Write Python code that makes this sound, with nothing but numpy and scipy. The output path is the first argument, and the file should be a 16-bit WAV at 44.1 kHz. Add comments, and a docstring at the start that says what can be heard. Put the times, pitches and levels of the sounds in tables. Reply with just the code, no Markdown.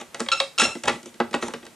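"""A hand twists the plastic lid of a food processor bowl to and fro in a small kitchen, over quiet hum and hiss.
It opens on a rub of rim on rim and faint knocks; from a quarter second the latch tabs snap and squeak in two bursts.
Harder knocks follow, then more in the second half, thinning to small ones with short rubs until background is left.
Knocks and snaps are decaying modes plus noise cracks, squeaks are unsteady harmonics, rubs are dense grains;
the short room answers with decaying noise."""
import sys
import numpy as np
from scipy import signal
from scipy.fft import rfft, irfft
from scipy.io import wavfile

SR = 44100
rng = np.random.default_rng(int(sys.argv[2]) if len(sys.argv) > 2 else 0)


def gain_from_decibels(decibels):
    """Convert decibel values to linear amplitude factors."""
    exponent = np.asarray(decibels, float) / 20
    return 10 ** exponent


def transcribe(u):
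    """Save the signal u as a 16-bit wav file named by the first command-line argument.

    u: samples, shape (n,) or (channels, n), limited to [-1, 1]; the rate is SR.
    q: integer samples, one column per channel.
    """
    v = np.clip(np.atleast_2d(u).T, -1, 1)
    q = np.round(v * 32767).astype(np.int16)
    wavfile.write(sys.argv[1], SR, q)


N = 77175
LEFT_RIGHT = np.array([[1], [-1]])


def at_hz(points, hz):
    """Straight lines on a log-frequency axis."""
    table = np.array(points)
    return np.interp(np.log(hz + 1e-9), np.log(table[:, 0]), table[:, 1])


def rms_one(x):
    """Scale to unit rms."""
    return x / np.sqrt(np.mean(x ** 2) + 1e-20)


def band(x, low_hz, high_hz):
    """Causal band-pass."""
    return signal.sosfilt(signal.butter(2, [low_hz, high_hz], "band", fs=SR, output="sos"), x)


def drift(hz):
    """Noise through two equal one-pole low-passes: a slow random wander of unit rms."""
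    r = np.exp(-2 * np.pi * hz / SR)
    settle = 4000  # samples
    noise = rng.standard_normal(N + settle)
    return rms_one(signal.lfilter([1], [1, -2 * r, r * r], noise)[settle:])


# Onset of a blow: time constant in seconds for each of the four bands, low to high.
RISE_S = [0.006, 0.0004, 0.00013, 0.00021]


def blows(table, modes, bands_hz, crack_db, crack_t60, trim_db):
    """Each blow strikes every mode with its own strength, adds a noise crack, and is levelled band by band."""
    spread_db, spread_pitch = 2.0, 0.015  # blow-to-blow spread of mode level, and of pitch as a share
    out, t = np.zeros(N + SR), np.arange(SR // 5) / SR
    mode_hz, mode_db, t60 = np.transpose(modes)
    decay = gain_from_decibels(-60 * np.outer(1 / t60, t))
    for start, knock, boom, clack, tick in table:
        pitch_chance, level_chance = rng.standard_normal((2, len(mode_hz)))
        noise = rng.standard_normal(len(t))
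        turns = np.outer(mode_hz * (1 + spread_pitch * pitch_chance), t)
        strength = gain_from_decibels(mode_db + spread_db * level_chance)
        rings = strength @ (np.sin(2 * np.pi * turns) * decay)
        i = int(start * SR)
        for k, band_db in enumerate([boom, knock, clack, tick]):
            low, high = bands_hz[k:k + 2]
            # white noise raised so that its share inside the band has unit power
            crack = noise * np.sqrt(SR / 2 / (high - low)) * gain_from_decibels(-60 * t / crack_t60[k])
            blow = (rings + gain_from_decibels(crack_db[k]) * crack) * (1 - np.exp(-t / RISE_S[k]))
            blow = band(band(blow, low, high), low / 1.3, high * 1.3)
            first_10_ms = np.sqrt(np.mean(blow[:SR // 100] ** 2))
            out[i:i + len(t)] += gain_from_decibels(band_db + trim_db[k]) * blow / first_10_ms
    return out[:N]


# Lid knocks on the bowl. 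Each row: start in seconds, then level in dB of knock, boom, clack and tick,
# before the band trim.
KNOCKS = [(0.012, -32, -42, -35.5, -38.5), (0.145, -24.5, -50, -28, -31), (0.196, -21.5, -61, -35, -32),
          (0.203, -16, -26, -26.5, -22), (0.617, -13.5, -22, -12.5, -21), (0.752, -28.5, -26, -33, -41),
          (0.836, -27, -48, -26.5, -27.5), (0.855, -25.5, -47, -37, -31), (0.877, -16, -30, -17, -34.5),
          (0.881, -8, -33, -13, -21.5), (0.897, -16, -27.5, -21.5, -31.5), (0.957, -50, -33.5, -34.5, -56),
          (1.03, -61, -42, -45, -41), (1.058, -37.5, -33.5, -44, -36.5), (1.142, -55, -44.5, -43.5, -48),
          (1.201, -6, -17.5, -22, -37.5), (1.31, -54, -33.5, -42.5, -42), (1.341, -9.5, -18, -18, -34.5),
          (1.348, -16, -24.5, -31, -31.5), (1.425, -16.5, -26, -23, -40), (1.433, -25.5, -30.5, -39, -34.5),
          (1.482, -21, -31.5, -35, -32), (1.505, -30, -47, -42, -57), (1.537, -21.5, -30, -27, -35.5),
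          (1.544, -28.5, -33, -52, -54), (1.629, -39, -39, -41, -67), (1.652, -43, -49, -46, -43),
          (1.665, -38, -44, -38.5, -41)]
# Modes of lid and bowl, which ring under the rubs too. Each row: pitch in Hz, level in dB, t60 in seconds.
BODY = [(236.6, -0.5, 0.087), (289, -3.5, 0.056), (346.1, 2, 0.054), (460.5, 1.5, 0.05), (533.5, -2, 0.059),
        (660.6, -7, 0.097), (834, -3, 0.09), (926, 5, 0.017), (1184, 2, 0.017), (1320, 3, 0.026),
        (1585, -5.5, 0.055), (1954, -0.5, 0.056), (2207, 1.5, 0.017), (2602, -2, 0.045), (2924, 1, 0.03),
        (3257, 1.5, 0.017), (3700, 1.5, 0.01), (4366, -4, 0.016), (5060, -12, 0.019)]
# Edges in Hz of the boom, knock, clack and tick bands.
KNOCK_BANDS_HZ = [130, 450, 1500, 4500, 10500]
# Dense small modes, heard as a dying noise: level in dB, then t60 in seconds, for each band from boom to tick.
KNOCK_CRACK_DB = [-14.5, 1, -5.5, 18]
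KNOCK_CRACK_T60_S = [0.049, 0.062, 0.093, .02]
# Balance of the bands, boom to tick, in dB.
KNOCK_TRIM_DB = [-7.5, -12.5, -7.5, -7]


def knocks():
    """The lid knocks on the rim and sets the modes of lid and bowl ringing."""
    return blows(KNOCKS, BODY, KNOCK_BANDS_HZ, KNOCK_CRACK_DB, KNOCK_CRACK_T60_S, KNOCK_TRIM_DB)


# Latch tabs snap over the rim. Each row: start in seconds, then level in dB of knock, hollow ring, snap
# and tick, before the band trim.
SNAPS = [(.245, -35, -58, -48, -66), (.262, -28, -39, -37, -57), (.286, -18, -42, -19, -34.5),
         (.318, -27, -33, -17, -52), (.401, -11.5, -22, -12, -24.5), (.584, -20, -42, -19, -21),
         (.597, -13, -38, -13.5, -19), (1.33, -23.5, -54, -37, -44)]
# Modes of the latch. Each row: pitch in Hz, level in dB, t60 in seconds.
LATCH = [(549, 3, .13), (1110, -3, .05), (2280, 1.5, .03), (3300, 1.5, .02), (3740, 3, .022),
         (4200, -1.5, .02), (4820, -6, .025)]
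# Edges in Hz of the hollow ring, knock, snap and tick bands.
SNAP_BANDS_HZ = [400, 750, 2600, 4600, 10500]
# Noise crack of a snap: level in dB, then t60 in seconds, for each band from hollow ring to tick.
SNAP_CRACK_DB = [-10, 1.5, 0, 6]
SNAP_CRACK_T60_S = [.05, .04, .02, .025]
# Balance of the bands, hollow ring to tick, in dB.
SNAP_TRIM_DB = [-5, -12, -5, -6]


def snaps():
    """The tabs snap over the rim and set the modes of the latch ringing."""
    return blows(SNAPS, LATCH, SNAP_BANDS_HZ, SNAP_CRACK_DB, SNAP_CRACK_T60_S, SNAP_TRIM_DB)


# Stick-slip squeaks of the latch. Each row: start in seconds, length in seconds, pitch in Hz, level in dB,
# brightness in dB per harmonic.
SQUEAKS = [(0.3162, .013, 1352, -17.5, 1), (0.328, 0.0086, 1338, -17, -1), (.366, 0.054, 1340, -35.5, 1.7),
           (0.579, 0.031, 1358, -20, 0.5), (.6, 0.021, 1340, -25, 4.5), (0.628, 0.031, 1371, -23, 2),
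           (0.682, 0.056, 1337, -39.5, -1)]
# Level in dB of each harmonic, fundamental first, before brightness.
SQUEAK_ORDERS_DB = [-7, -2.5, -11, -12, -22.5, -24, -31.5]


def squeaks():
    """A wavering stack of harmonics, each shaken in size and phase, holds while the latch slips and rings out."""
    flutter_hz, wander_share, roughness = 70, 0.007, 0.8
    fall_db_per_s, extra_fall_db_per_s = 1500, 72  # of the fundamental, and added for each higher harmonic
    attack_s = 0.00067
    t, out = np.arange(N) / SR, np.zeros(N)
    wandering_time = np.cumsum(1 + wander_share * drift(flutter_hz)) / SR
    shakes = []
    for k, order_db in enumerate(SQUEAK_ORDERS_DB):
        rate_hz = flutter_hz * np.sqrt(k + 1)
        shake = 1 + roughness * (drift(rate_hz) + 1j * drift(rate_hz))
        shakes.append(gain_from_decibels(order_db) * shake)
    for start, length, hz, db, tilt_db in SQUEAKS:
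        shape = np.clip((t - start) / attack_s, 0, 1) * gain_from_decibels(db)
        ringing_s = np.maximum(t - start - length, 0)
        phase = 2 * np.pi * hz * wandering_time
        for k, shake in enumerate(shakes):
            fall_db = ringing_s * (fall_db_per_s + extra_fall_db_per_s * k)
            tone = np.real(shake * np.exp(1j * (k + 1) * phase))
            out += shape * gain_from_decibels(tilt_db * (k - 1) - fall_db) * tone
    return out


# Strokes of rim on rim. Each row: start in seconds, length in seconds, level in dB,
# brightness in dB per octave, fade in dB per second (negative swells).
RUB = [(-.02, 0.055, -22.5, 1.1, 319), (.09, 0.22, -61.5, -6, -57), (0.13, 0.071, -47, -0.5, -100),
       (0.23, .07, -60, -3, 100), (0.406, 0.042, -23.5, 1.1, 275), (0.327, 0.057, -28.5, 2.8, 148),
       (0.591, 0.063, -16.5, 3.5, 66), (0.652, 0.072, -19.5, .3, 202), (0.77, 0.064, -45.5, 8, 148),
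       (0.84, 0.033, -26.5, -1, -37), (0.875, 0.023, -16, 0.5, 196), (0.917, 0.044, -27, -1.8, 97),
       (1.055, 0.043, -41.5, 4.5, 141), (1.226, 0.12, -40, -6, 155), (1.33, 0.029, -32.5, 2.5, 24),
       (1.37, 0.057, -48, -13, 100), (1.413, .02, -36.5, 6, -200), (1.43, 0.052, -38, 7, 30),
       (1.437, 0.047, -30, -2, 28), (1.5, 0.018, -51, -9, 32), (1.551, 0.032, -37, -4, 100),
       (1.623, 0.045, -44, -3, 26)]
# Spectrum of the rub before brightness. Each row: frequency in Hz, density in dB per Hz.
RUB_COLOUR = [(35, -45), (60, -4.5), (339, -0.5), (977, 0), (1340, -9.5), (2350, -9), (2690, 1.5),
              (3690, -21.5), (8290, -18.5), (13000, -59.5)]


def rub():
    """Dense grains shake the body's modes and a broad rasp; each stroke has its own strength and colour."""
    grains_per_s, ring_db, edge_s = 5000, -10.5, 0.007
    t = np.arange(N) / SR
    grains = (rng.random(N) < grains_per_s / SR) * rng.choice([-1, 1], N)
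    rings = np.zeros(N)
    for mode_hz, mode_db, t60 in BODY:
        r, w = gain_from_decibels(-60 / (t60 * SR)), 2 * np.pi * mode_hz / SR
        ring = signal.lfilter([1], [1, -2 * r * np.cos(w), r * r], grains)
        rings += gain_from_decibels(mode_db) * rms_one(ring)
    raw = rms_one(grains) + gain_from_decibels(ring_db) * rms_one(rings)
    edges = 60 * 2 ** np.arange(0, 8, .5)  # half-octave bands
    hz = np.sqrt(edges[:-1] * edges[1:])
    bands = np.array([rms_one(band(raw, low, high)) for low, high in zip(edges, edges[1:])])
    out = np.zeros(N)
    for start, length, db, tilt_db, fade_db in RUB:
        # sqrt(hz) turns density per Hz into level per band
        colour = gain_from_decibels(at_hz(RUB_COLOUR, hz) + tilt_db * np.log2(hz / 1500)) * np.sqrt(hz)
        rasp = colour @ bands / np.linalg.norm(colour)
        edge = np.clip(np.minimum(t - start, start + length - t) / edge_s + .5, 0, 1)
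        out += gain_from_decibels(db - fade_db * np.clip(t - start, 0, length)) * edge * rasp
    return out


# Decay of the kitchen. Each row: frequency in Hz, t60 in seconds.
KITCHEN = [(150, 0.19), (600, 0.24), (2000, 0.24), (5000, 0.26), (11000, 0.45)]


def kitchen(x):
    """Diffuse echoes: octave bands of noise, each dying at its own rate, partly alike left and right."""
    level_db, like, first_echo_s = -7.5, 0.76, 0.0061
    t = np.arange(SR // 2) / SR
    tail = np.zeros((2, len(t)))
    for hz in 60 * 2 ** np.arange(8):
        noise = band(rng.standard_normal((2, len(t))), hz, 2 * hz)
        tail += noise * gain_from_decibels(-60 * t / at_hz(KITCHEN, 1.4 * hz))
    tail /= np.sqrt(np.sum(tail ** 2) / 2)
    # silent until the first echo, full after twice that time
    mid, side = tail * np.clip(t / first_echo_s - 1, 0, 1)
    ears = np.sqrt((1 + like) / 2) * mid + np.sqrt((1 - like) / 2) * side * LEFT_RIGHT
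    return gain_from_decibels(level_db) * signal.fftconvolve(x[None], ears)[:, :N]


# Spectrum of the background. Each row: frequency in Hz, density in dB per Hz, before overall levelling.
HUM = [(15, -44), (25, -13.5), (200, 1), (400, 0), (1000, -5), (2500, -8), (5000, -13), (8500, -12.5),
       (13800, -21), (15000, -55)]


def hum():
    """Steady noise coloured as hum and hiss, partly alike left and right."""
    level_db, like = -52, 0.6
    colour = gain_from_decibels(at_hz(HUM, np.arange(N // 2 + 1) * SR / N))
    mid, side = irfft(rfft(rng.standard_normal((2, N))) * colour, N)
    return gain_from_decibels(level_db) * rms_one(np.sqrt(1 + like) * mid + np.sqrt(1 - like) * side * LEFT_RIGHT)


# The two microphone ports hear the lid out of step. Each row: frequency in Hz,
# level in dB of the left-right difference relative to the sum.
OUT_OF_STEP = [(60, -6), (150, -35), (500, -11.5), (2000, -13), (5000, -10.5), (12000, -8)]


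def scene():
    """The lid close to the microphones, the room and the background around it."""
    lid = knocks() + snaps() + squeaks() + rub()
    # air and microphone roll off above 9260 Hz; the small bowl radiates little below 112 Hz
    lid = signal.sosfilt(signal.butter(6, 9260, fs=SR, output="sos"), lid)
    lid = signal.sosfilt(signal.butter(2, 112, "high", fs=SR, output="sos"), lid)
    # left minus right in dB: a slight lean to the left, shrinking very slowly
    pan_db = 0.3 - 0.06 * np.arange(N) / SR
    direct = lid * gain_from_decibels(pan_db / 2 * LEFT_RIGHT)
    difference = gain_from_decibels(at_hz(OUT_OF_STEP, np.arange(N // 2 + 1) * SR / N))
    side = irfft(1j * rfft(lid) * difference, N)  # a quarter turn out of phase
    return direct + side * LEFT_RIGHT + kitchen(lid) + hum()


def top_cut(x):
    """Nothing passes above the cut-off."""
    return signal.sosfilt(signal.butter(12, 15250, fs=SR, output="sos"), x)


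# Colour of the two microphones. Each row: frequency in Hz, left minus right in dB.
LEAN = [(60, -0.5), (240, -1.5), (940, -0.5), (3710, 0.0), (14600, -0.5)]


def record(dry):
    """The two microphones differ a little in colour, and everything above 15250 Hz is cut."""
    hz = np.arange(N // 2 + 1) * SR / N
    response = gain_from_decibels(at_hz(LEAN, hz) / 2 * LEFT_RIGHT) * (hz < 15250)
    mix = irfft(rfft(dry) * response, N)
    return top_cut(mix)


dry = scene()
out = record(dry)
transcribe(out)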